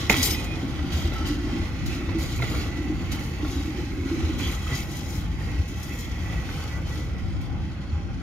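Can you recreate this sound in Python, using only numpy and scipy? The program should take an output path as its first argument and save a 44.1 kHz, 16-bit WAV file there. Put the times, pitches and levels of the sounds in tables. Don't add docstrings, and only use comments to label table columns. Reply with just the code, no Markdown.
import sys
import numpy as np
from scipy import signal
from scipy.fft import rfft, irfft, next_fast_len
from scipy.io import wavfile
from scipy.ndimage import uniform_filter1d, map_coordinates

SR = 44100
rng = np.random.default_rng(int(sys.argv[2]) if len(sys.argv) > 2 else 0)


def file_out(sig):
    cols = np.atleast_2d(sig).T
    lim = np.clip(cols, -1, 1)
    pcm = np.round(lim * 32767).astype(np.int16)
    wavfile.write(sys.argv[1], SR, pcm)


N = 362502


def amp(db):
    return 10 ** (np.asarray(db) / 20)


def bins(size):
    return np.fft.rfftfreq(size, 1 / SR) + 1e-3


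def along(table, hz):
    rows = np.array(table)
    return np.interp(np.log(hz), np.log(rows[:, 0]), rows[:, 1])


def noise():
    return rng.standard_normal((2, N))


def walk(rate):
    hold = max(int(SR / rate), 1)
    steps = np.repeat(rng.standard_normal(N // hold + 1), hold)
    return np.sqrt(3 / 2) * uniform_filter1d(steps, hold)[:N]


def grit(rate, spread_db, decay_s, share):
    sizes_db = spread_db * np.minimum(rng.exponential(size=N), 4)
    hits = (rng.random(N) < rate / SR) * amp(sizes_db) ** 2
    energy = signal.lfilter([1], [1, -np.exp(-2 / (decay_s * SR))], hits)
    share = np.clip(share, 0, 1)
    return noise() * np.sqrt(1 - share + share * energy / energy.mean())


def strike(rise_s, t60):
    t = np.arange(int(SR * (t60 + rise_s))) / SR
    decay = np.exp(-np.log(1000) * np.maximum(t - rise_s, 0) / t60)
    return np.minimum(t / rise_s, 1) * decay


def ring(hz, rise_s, t60):
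    envelope = strike(rise_s, t60)
    return envelope * np.sin(2 * np.pi * hz * np.arange(len(envelope)) / SR)


def add(out, start_s, x):
    i = max(int(start_s * SR), 0)
    out[..., i:i + x.shape[-1]] += x[..., :max(N - i, 0)]


# (frequency [Hz], likeness [0-1])
PORT_LIKENESS = [(60, .9), (140, .86), (300, .98), (430, .78), (800, .8), (1050, .4), (1400, .55),
                 (1650, .25), (2050, .65), (2800, .35), (3700, .5), (5000, .25), (10000, .45), (15000, .35)]
# (frequency [Hz], left minus right [dB])
PORT_LEAN = [(60, 0.5), (300, -0.7), (450, -1.5), (640, 4), (1000, -0.5), (1550, 1), (1900, -5),
             (2400, -8.5), (3200, -1), (4200, -1.5), (5300, 5), (6500, 9.5), (7900, 15), (9500, 9),
             (11600, 5), (15000, 15)]
# (frequency [Hz], lead [rad])
PORT_LEAD = [(80, -.05), (280, -.2), (400, 0.06), (600, 1.0), (800, 0.4), (950, 1.1), (1350, 0.6),
             (1700, -1.7), (2000, -0.4), (2400, 1.4), (2800, 2), (3100, 1.1), (4000, 2.2), (6000, 1.3),
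             (6400, .7)]


def radiate(pair, spectrum, modes=(), modes_db=0):
    size = next_fast_len(pair.shape[-1], real=True)
    hz = bins(size)
    power = amp(along(spectrum, hz)) ** 2
    for centre, width, db in modes:
        power = power + amp(db + modes_db) ** 2 / (1 + ((hz - centre) / width) ** 2) ** 2
    mid, side = rfft(pair, size) * np.sqrt(power)
    alike = np.clip(along(PORT_LIKENESS, hz), -1, 1)
    mid, side = mid * np.sqrt(1 + alike), side * np.sqrt(1 - alike)
    lean = amp(along(PORT_LEAN, hz) / 2)
    left = (mid + side) * lean * np.exp(1j * along(PORT_LEAD, hz))
    right = (mid - side) / lean
    out = irfft(np.array([left, right]) / np.hypot(lean, 1 / lean), size)[:, :pair.shape[-1]]
    return out / out.mean(axis=0).std()


def place(tone, hz):
    lean = amp(along(PORT_LEAN, hz) / 2)
    analytic = signal.hilbert(tone, next_fast_len(len(tone)))[:len(tone)]
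    left = np.real(analytic * np.exp(1j * along(PORT_LEAD, hz)))
    return np.array([left * lean, tone / lean]) * 2 / (lean + 1 / lean)


START_M, SPEED_M_S = 10.7, 2.81
FAR_S = 6.65


def receding(start_db, loss_db, fade_db_per_s=0):
    t = np.arange(N) / SR
    doublings = np.log2(1 + SPEED_M_S * t / START_M)
    return amp(start_db - loss_db * doublings - fade_db_per_s * np.maximum(t - FAR_S, 0))


def spells(rows, attack_s, release_s, arch_db=0):
    t, power = np.arange(N) / SR, np.zeros(N)
    for s, length_s, db in rows:
        on = slice(max(int(s * SR), 0), int((s + length_s + release_s) * SR))
        age = t[on] - s
        arch = arch_db * (1 / 2 - np.minimum((2 * age / length_s - 1) ** 2, 1))
        edges = np.minimum(age / attack_s, 1 - (age - length_s) / release_s)
        power[on] += (amp(db + arch) * np.clip(edges, 0, 1)) ** 2
    return np.sqrt(power)


# (start [s], length [s], rail roar [dB], hiss [dB], flange grinding [dB])
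WHEELSET_RUBS = [(-0.03, 0.058, -41.5, -39, -46), (0.088, 0.19, -40.5, -39, -37.5),
                 (0.332, 0.13, -52, -48, -54), (0.907, 0.16, -46, -42, -51),
                 (1.12, 0.096, -45.5, -49.5, -56), (1.241, 0.076, -46.5, -42, -60),
                 (1.426, 0.24, -47, -51, -67), (1.846, 0.13, -48.5, -46.5, -58),
                 (2.178, 0.15, -51, -45.5, -49.5), (2.407, 0.25, -45.5, -50, -50),
                 (3.106, 0.047, -49, -41.5, -56), (3.19, 0.14, -69, -51.5, -56),
                 (3.43, 0.26, -64, -50, -55), (3.75, 0.087, -54, -49, -61), (4.043, 0.36, -48.5, -48, -60),
                 (4.377, 0.18, -46, -44, -47.5), (4.606, 0.16, -48, -46.5, -52.5),
                 (4.684, 0.14, -46.5, -47.5, -50), (4.878, 0.17, -60, -49, -50.5),
                 (5.02, 0.19, -54, -64, -51), (5.37, 0.22, -50.5, -57, -60),
                 (5.754, 0.32, -52.5, -61, -52.5), (6.105, 0.27, -51.5, -71, -61),
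                 (6.305, 0.46, -47.5, -52.5, -57), (6.853, 0.19, -52, -50.5, -56.5),
                 (7.4, 0.032, -62, -56, -62)]


def rubbing(column):
    rows = [(row[0], row[1], row[column]) for row in WHEELSET_RUBS]
    return spells(rows, attack_s=0.017, release_s=0.082, arch_db=3.5)


def shimmer(x, depth_db, spacing_hz, hold_s):
    hz, s, frames = signal.stft(x, SR, nperseg=2048, noverlap=1536)

    def ripple(step_hz, step_s):
        where = np.meshgrid(hz / step_hz, s / step_s, indexing="ij")
        return map_coordinates(rng.standard_normal(size=(600, 120)), where, order=3, mode="wrap")

    turns_db = 1.3 * ripple(step_hz=330, step_s=.5)
    gain = amp(depth_db * ripple(spacing_hz, hold_s) + turns_db)
    level_frames = frames * gain / np.sqrt(np.mean(gain ** 2))
    return signal.istft(level_frames, SR, nperseg=2048, noverlap=1536)[1][:, :N]


def drift(pair, shift_db):
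    lean = amp(np.interp(np.arange(N) / SR, (4.25, 4.6), shift_db) / 2)
    leaned_power = (pair[0].var() * lean ** 2 + pair[1].var() / lean ** 2) / 2
    return pair * np.array([lean, 1 / lean]) * pair.std() / np.sqrt(leaned_power)


# (frequency [Hz], relative power per Hz [dB])
RUMBLE_SPECTRUM = [(18, -37), (28, -41), (36, -12), (45, -1.5), (62, -0.5), (82, 0.5), (102, -6),
                   (140, -7.5), (200, -11.5), (260, -20.5), (340, -22), (570, -76)]
# (frequency [Hz], relative power per Hz [dB])
BOOM_SPECTRUM = [(150, -22.5), (230, -5.5), (270, -0.5), (318, -1), (355, -4.5), (400, -16.5), (480, -73),
                 (800, -73)]
# (start [s], length [s], level [dB])
WAGON_LURCHES = [(0.1, 0.33, -38), (0.68, 0.64, -33.5), (1.58, 0.044, -25), (2.08, 0.73, -32.5),
                 (3.05, 0.11, -32), (4.2, 0.3, -36), (5.17, 0.43, -31.5), (6.28, 0.29, -36),
                 (6.72, 0.32, -32), (7.5, 0.18, -32.5)]
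# (start [s], length [s], level [dB])
BODY_DRUMMING = [(0.1, 0.25, -37), (0.33, 0.84, -37.5), (1.2, 0.43, -32.5), (1.83, 0.4, -34),
                 (2.48, 0.726, -34.5), (3.43, 0.52, -35.5), (3.97, 0.53, -32)]
# (time [s], level [dB], pitch [Hz])
BODY_KNOCKS = [(0.104, -23, 328), (0.178, -16, 258), (0.632, -16, 272), (1.3, -13.5, 302), (1.44, -15, 308),
               (1.529, -17, 256), (2.149, -11.5, 324.4), (2.809, -20, 311), (2.899, -12.5, 306),
               (3.43, -13, 304), (3.678, -17.5, 310), (3.783, -17, 343), (4.114, -12, 332),
               (4.232, -17, 328), (4.299, -17.5, 293), (4.717, -20.5, 264), (7.912, -27, 224)]
# (time [s], level [dB], pitch [Hz])
AXLE_THUMPS = [(0.103, -16, 129), (0.931, -8.5, 77), (1.044, -7.5, 78.7), (1.609, -17, 81),
               (2.089, -11.5, 93.5), (2.401, -13, 123), (2.567, -9, 78), (3.069, -17, 57),
               (4.228, -7.5, 79), (4.455, -10.5, 70), (4.71, -14, 132), (5.587, -8.5, 86.6),
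               (6.36, -16, 151), (6.551, -16.5, 152), (6.971, -15, 73), (7.272, -11.5, 95),
               (7.608, -12, 84), (7.92, -9, 76.6)]


def wagons():
    lurching = spells(WAGON_LURCHES, attack_s=0.0079, release_s=0.062)
    rumble_gain = np.hypot(receding(start_db=-29.5, loss_db=0.9), lurching)
    drumming = spells(BODY_DRUMMING, attack_s=0.0084, release_s=0.02)
    boom_gain = amp(-1.0) * np.hypot(receding(start_db=-35, loss_db=4.86), drumming)
    out = radiate(grit(36, 1.1, 0.056, 0.036), RUMBLE_SPECTRUM) * rumble_gain
    out += radiate(grit(45, 0.74, 0.011, 0.3), BOOM_SPECTRUM) * boom_gain
    for s, db, hz in BODY_KNOCKS:
        add(out, s - .003, amp(db - 6.5) * ring(hz, 0.0061, 0.15))
    for s, db, hz in AXLE_THUMPS:
        add(out, s - .003, amp(db - 8.5) * ring(hz, 0.019, 0.15))
    return out


# (frequency [Hz], width [Hz], level [dB])
RAIL_RESONANCES = [(500, 94, -3.5), (806, 79, 2), (1098, 110, -2), (1352, 75, -5.5), (1600, 57, -12.5)]
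# (frequency [Hz], width [Hz], level [dB])
SINGING_MODES = [(1970, 82, 9), (2210, 100, 0), (2185, 82, 3.5), (2608, 44, 7.5)]
# (frequency [Hz], width [Hz], level [dB])
DISC_MODES = [(3130, 56, -1), (3990, 130, 6), (4730, 23, 8.5), (5250, 83, 5), (5640, 54, -5),
              (6210, 17, 10), (6800, 380, 3), (7600, 35, -2), (9770, 120, -5.5), (11500, 130, -5),
              (12138, 70, -10), (13610, 50, -10), (14186, 60, -2), (14810, 60, -4)]
# (frequency [Hz], relative power per Hz [dB])
ROAR_SPECTRUM = [(250, -12), (420, 2), (620, -1.5), (950, -9.5), (1450, -0.5), (1700, -8.5), (2400, -12.5),
                 (3500, -16), (6000, -62)]
# (frequency [Hz], relative power per Hz [dB])
SING_SPECTRUM = [(1400, -38), (1750, -2), (1950, 6), (2400, 1), (2800, -3.5), (3400, -14), (5000, -37)]
# (frequency [Hz], relative power per Hz [dB])
HISS_SPECTRUM = [(2000, -4), (2800, 1), (3200, 4.5), (3700, 1), (5200, -2), (5700, -3), (6900, -6),
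                 (7400, -14), (7900, -18), (12000, -20), (16000, -34)]


def rolling():
    rub = rubbing(column=2)
    roar_gain = np.hypot(receding(start_db=-42, loss_db=3.42), rub) * amp(0.23 * walk(23))
    roar_grains = grit(82, 0.93, 0.046, 0.42)
    roar = radiate(roar_grains, ROAR_SPECTRUM, RAIL_RESONANCES, modes_db=1.5) * roar_gain

    early = amp(np.interp(np.arange(N) / SR, (2, 2.03), [-1, 0]))
    steady_sing = receding(start_db=-43.5, loss_db=5, fade_db_per_s=2.5)
    sing_gain = early * np.hypot(steady_sing, amp(-2) * rub) * amp(0.79 * walk(21))
    sing_grains = grit(110, 1.6, 0.032, 0.44)
    sing = radiate(sing_grains, SING_SPECTRUM, SINGING_MODES, modes_db=-1.0) * sing_gain

    steady_hiss = receding(start_db=-46, loss_db=3.6, fade_db_per_s=3)
    hiss_gain = np.hypot(steady_hiss, rubbing(column=3)) * amp(0.8 * walk(22))
    fine_grains = grit(200, 2.6, 0.012, 0.42)
    hiss = radiate(fine_grains, HISS_SPECTRUM, DISC_MODES[:6], modes_db=-9.0) * hiss_gain

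    low = shimmer(roar + sing, depth_db=2.0, spacing_hz=69.6, hold_s=.2)
    high = shimmer(hiss, depth_db=3.0, spacing_hz=79.96, hold_s=.2)
    return low + drift(high, shift_db=(-0.5, 1.8))


# (frequency [Hz], relative power per Hz [dB])
GRIND_SPECTRUM = [(1500, -25), (3200, 1.5), (5000, 7.5), (7000, 7.5), (7900, -2), (9000, 3.5), (10500, -1),
                  (12000, 5), (14000, 2), (16000, -7)]
# (time [s], level [dB], rise [s], decay by 60 dB [s])
FLANGE_SCRAPES = [(0.095, -25.5, 0.0017, 0.098), (.113, -24, .002, .06), (.166, -31, .003, .08),
                  (0.22, -22, 0.013, 0.23), (.255, -29, .005, 0.11), (.303, -30.5, 0.0035, 0.27),
                  (.441, -40, 0.0027, 0.078), (.930, -41, .003, 0.081), (1.256, -40, 0.013, 0.25),
                  (1.857, -37.5, 0.0063, 0.079), (1.942, -48, 0.0028, .15), (2.184, -42, .002, 0.088),
                  (2.358, -43.5, .003, 0.27), (2.495, -43, .005, 0.34), (3.114, -36.5, 0.0079, 0.16),
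                  (3.191, -45, 0.0028, .1), (3.237, -48, .004, .14), (3.50, -44, .01, 0.16),
                  (4.397, -49, .005, 0.27), (4.47, -46, 0.007, 0.33), (4.745, -39, 0.0087, 0.44),
                  (5.677, -47.5, .003, 0.37), (5.828, -42.5, 0.005, 0.25), (5.985, -41.5, 0.0033, 0.3)]


def flanges():
    catches = np.zeros(N)
    for s, db, rise_s, t60 in FLANGE_SCRAPES:
        add(catches, s, (amp(db - 1.0) * strike(rise_s, t60)) ** 2)
    steady = receding(start_db=-59.5, loss_db=2.5, fade_db_per_s=19)
    unevenness_db = 1.1 * walk(25)
    rub = np.hypot(steady, rubbing(column=4)) * amp(unevenness_db)
    grains = grit(200, 2.6, 0.0055, 0.42)
    steel = radiate(grains, GRIND_SPECTRUM, DISC_MODES, modes_db=8.0)
    rippled = shimmer(steel, depth_db=3.5, spacing_hz=89.44, hold_s=0.14)
    return drift(rippled * np.sqrt(rub ** 2 + catches), shift_db=(-2.5, 2.5))


# (start [s], length [s], pitch [Hz], level [dB], pitch waver [Hz])
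WHEEL_SQUEALS = [(.11, .11, 3271, -33.5, 15), (.16, .09, 3915, -35.5, 15), (.20, .08, 4440, -32.5, 15),
                 (.225, .07, 3130, -38, 90), (.225, .06, 12985, -30.5, 15), (.23, .06, 13625, -39, 20),
                 (.225, .06, 7570, -39, 20), (.23, .06, 12140, -39, 20), (.23, .07, 7390, -33, 20),
                 (.235, .05, 5850, -37, 60), (.255, .025, 5253, -31, 20), (.28, .09, 12985, -36, 15),
                 (.29, .068, 5253, -30.5, 12), (.305, .05, 5760, -44, 25), (.29, .08, 3050, -42, 90),
                 (.325, .11, 2478, -37, 12), (.42, .18, 2478, -39.5, 14), (.7, 1.0, 1320, -51, 20),
                 (1.145, .066, 1330, -33.5, 28), (1.207, .026, 1315, -36.5, 18),
                 (1.245, .035, 3080, -41, 20), (2.425, .04, 2030, -35, 60), (2.55, .5, 1990, -46, 35),
                 (2.575, .05, 4387, -41, 30), (3.565, .05, 3946, -44, 50), (4.39, .14, 3070, -40, 55),
                 (4.40, .11, 3300, -38, 25), (4.44, .06, 3520, -40, 50), (4.39, .14, 4620, -45.5, 70),
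                 (4.42, .1, 6130, -45, 25), (4.70, .075, 1976, -33.5, 25), (4.70, .11, 4673, -43.5, 15),
                 (4.72, .06, 5216, -45, 20), (4.73, .06, 6368, -46, 40), (6.52, .1, 3070, -48, 25),
                 (6.82, .09, 3100, -50, 25), (6.23, .09, 1965, -44, 14), (6.35, .06, 1935, -44, 20),
                 (6.70, .1, 1973, -41.5, 16), (6.90, .06, 1950, -42, 20), (6.97, .1, 1985, -46, 20)]


def squeals():
    out, waver, flutter = np.zeros((2, N)), walk(400), amp(1.8 * walk(70))
    for s, length_s, hz, db, waver_hz in WHEEL_SQUEALS:
        swell = signal.windows.tukey(int(length_s * SR), .8)
        own = rng.integers(N - len(swell)) + np.arange(len(swell))
        tone = np.sin(2 * np.pi * np.cumsum(hz + waver_hz * waver[own]) / SR)
        add(out, s, place(amp(db) * swell * flutter[own] * tone, hz))
    return out


# (time [s], blow level [dB], ring pitch [Hz], ring [dB], frame [dB], rattle decay by 60 dB [s])
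STEEL_BLOWS = [(0.0964, -15, 2130, 8, -3.5, 0.11), (0.0987, -13, 2470, 6.5, -11, 0.07),
               (.1040, -17, 200, 7, -8, 0.1), (.110, -18, 1250, -3, -11, 0.09),
               (0.1211, -17, 1950, 1, -11, 0.11), (.126, -19, 2500, 0, -11, .2),
               (.140, -25, 2250, 0, -11, .26), (0.79, -37, 1250, 0, -4, .2), (1.121, -32, 580, 4, -12, .2),
               (2.090, -33, 1000, 1, -4, .3), (2.391, -39, 2450, 9, -6, .09), (2.400, -34, 950, 3, -9, .2),
               (2.421, -27, 2100, 6, -6, .15), (2.426, -28, 1360, -1, -6, .2),
               (2.436, -33, 450, 4, -5, .15), (2.546, -37, 1400, 4, -6, .2),
               (3.12, -37, 1400, -1, -10, 0.3), (3.4465, -33, 1390, -3, -9, 0.27),
               (4.395, -35, 1440, -2, -5, 0.6), (4.667, -39, 1260, 7.5, -8, 0.3),
               (4.7243, -32, 2000, 6, -7, 0.26), (6.489, -36, 1490, 2, -7, 0.22)]
# (frequency [Hz], level [dB], decay by 60 dB [s])
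BOGIE_MODES = [(328, -3, .07), (434, -4, .06), (580, -6, .05), (673, -3, .04), (903, -6, .045),
               (1360, -5, .05), (1856, -8, .04), (2650, -9, .04), (3060, -10, .05), (3600, -8, .04),
               (4020, -6, .035), (5590, -12, .025)]
# (frequency [Hz], relative power per Hz [dB])
STEEL_SPECTRUM = [(100, -5), (400, 4), (800, 1), (1600, -4), (2200, 4), (2800, -10), (3600, 0.5),
                  (6500, -14), (8500, -42), (15000, -30)]


def clanks():
    out, rattle = np.zeros((2, N)), np.zeros(N)
    for s, db, hz, ring_db, frame_db, t60 in STEEL_BLOWS:
        add(out, s, place(amp(db + ring_db) * ring(hz, .0012, .17 * t60), hz))
        chances = rng.standard_normal((len(BOGIE_MODES), 3))
        for (mode_hz, mode_db, mode_t60), (size_db, detune, side) in zip(BOGIE_MODES, chances):
            tone = np.sign(side) * ring(mode_hz * (1 + .015 * detune), .001, mode_t60)
            add(out, s, place(amp(db + frame_db + mode_db + size_db) * tone, mode_hz))
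        add(rattle, s, (amp(db - 8) * strike(.0015, t60)) ** 2)
    grains = grit(760, 6.5, 0.003, 0.5)
    steel = radiate(grains, STEEL_SPECTRUM, RAIL_RESONANCES + SINGING_MODES, modes_db=1)
    return out + steel * np.sqrt(rattle)


TICKS_PER_S, TICK_SPREAD_DB = 300, 4
# (start [s], length [s], tick level [dB], lowest pitch [Hz], highest pitch [Hz])
BRAKE_CHATTER = [(.14, .21, -41, 1900, 3000), (.16, .19, -38, 2900, 5600), (.225, .055, -37, 9000, 15500),
                 (.34, .11, -48, 2500, 7000), (2.44, .2, -46, 2000, 5200), (2.55, .065, -46, 1900, 2350),
                 (4.39, .15, -45, 1900, 3600), (4.73, .1, -47, 2000, 7000)]


def clatter():
    out = np.zeros((2, N))
    for s, length_s, db, low_hz, high_hz in BRAKE_CHATTER:
        for slot_s in np.arange(s, s + length_s, 1 / TICKS_PER_S):
            at_s = slot_s + rng.random() / TICKS_PER_S
            size_db = db + TICK_SPREAD_DB * rng.uniform(-1, 1)
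            for hz in low_hz * (high_hz / low_hz) ** rng.random(size=3):
                add(out, at_s, place(amp(size_db) * ring(hz, rise_s=.001, t60=.04), hz))
    return out


# (middle [s], length [s], peak level [dB])
WIND_GUSTS = [(1.875, 0.19, -29.5), (2.474, 0.52, -32), (3.018, 0.57, -35), (4.29, 0.71, -34),
              (7.377, 0.97, -30), (8.106, 0.6, -33)]
# (frequency [Hz], relative level per Hz [dB])
WIND_SPECTRUM = [(18, -32), (30, -19), (42, -20), (60, -0.5), (85, 0), (130, -4.5), (200, -12), (320, -33),
                 (600, -48), (1500, -107)]


def wind(breeze_db=-61):
    force = np.full(N, amp(breeze_db))
    for s, length_s, db in WIND_GUSTS:
        add(force, s - length_s / 2, amp(db) * signal.windows.hann(int(length_s * SR)))
    eddies = irfft(rfft(noise()) * amp(along(WIND_SPECTRUM, bins(N))), N)
    return eddies / eddies.std() * force


def bird(start_s=7.885, length_s=0.028, from_hz=5050, to_hz=3800, db=-53):
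    out = np.zeros((2, N))
    hz = np.geomspace(from_hz, to_hz, int(length_s * SR))
    tone = np.sin(2 * np.pi * np.cumsum(hz) / SR)
    add(out, start_s, amp(db) * signal.windows.tukey(len(hz)) * tone)
    return out


def scene():
    train = wagons() + rolling() + flanges() + squeals() + clanks() + clatter()
    return train + wind() + bird()


def record(dry):
    low_pass = signal.ellip(10, .2, 80, 15700, fs=SR, output="sos")
    return signal.sosfilt(low_pass, dry)


dry = scene()
out = record(dry)
file_out(out)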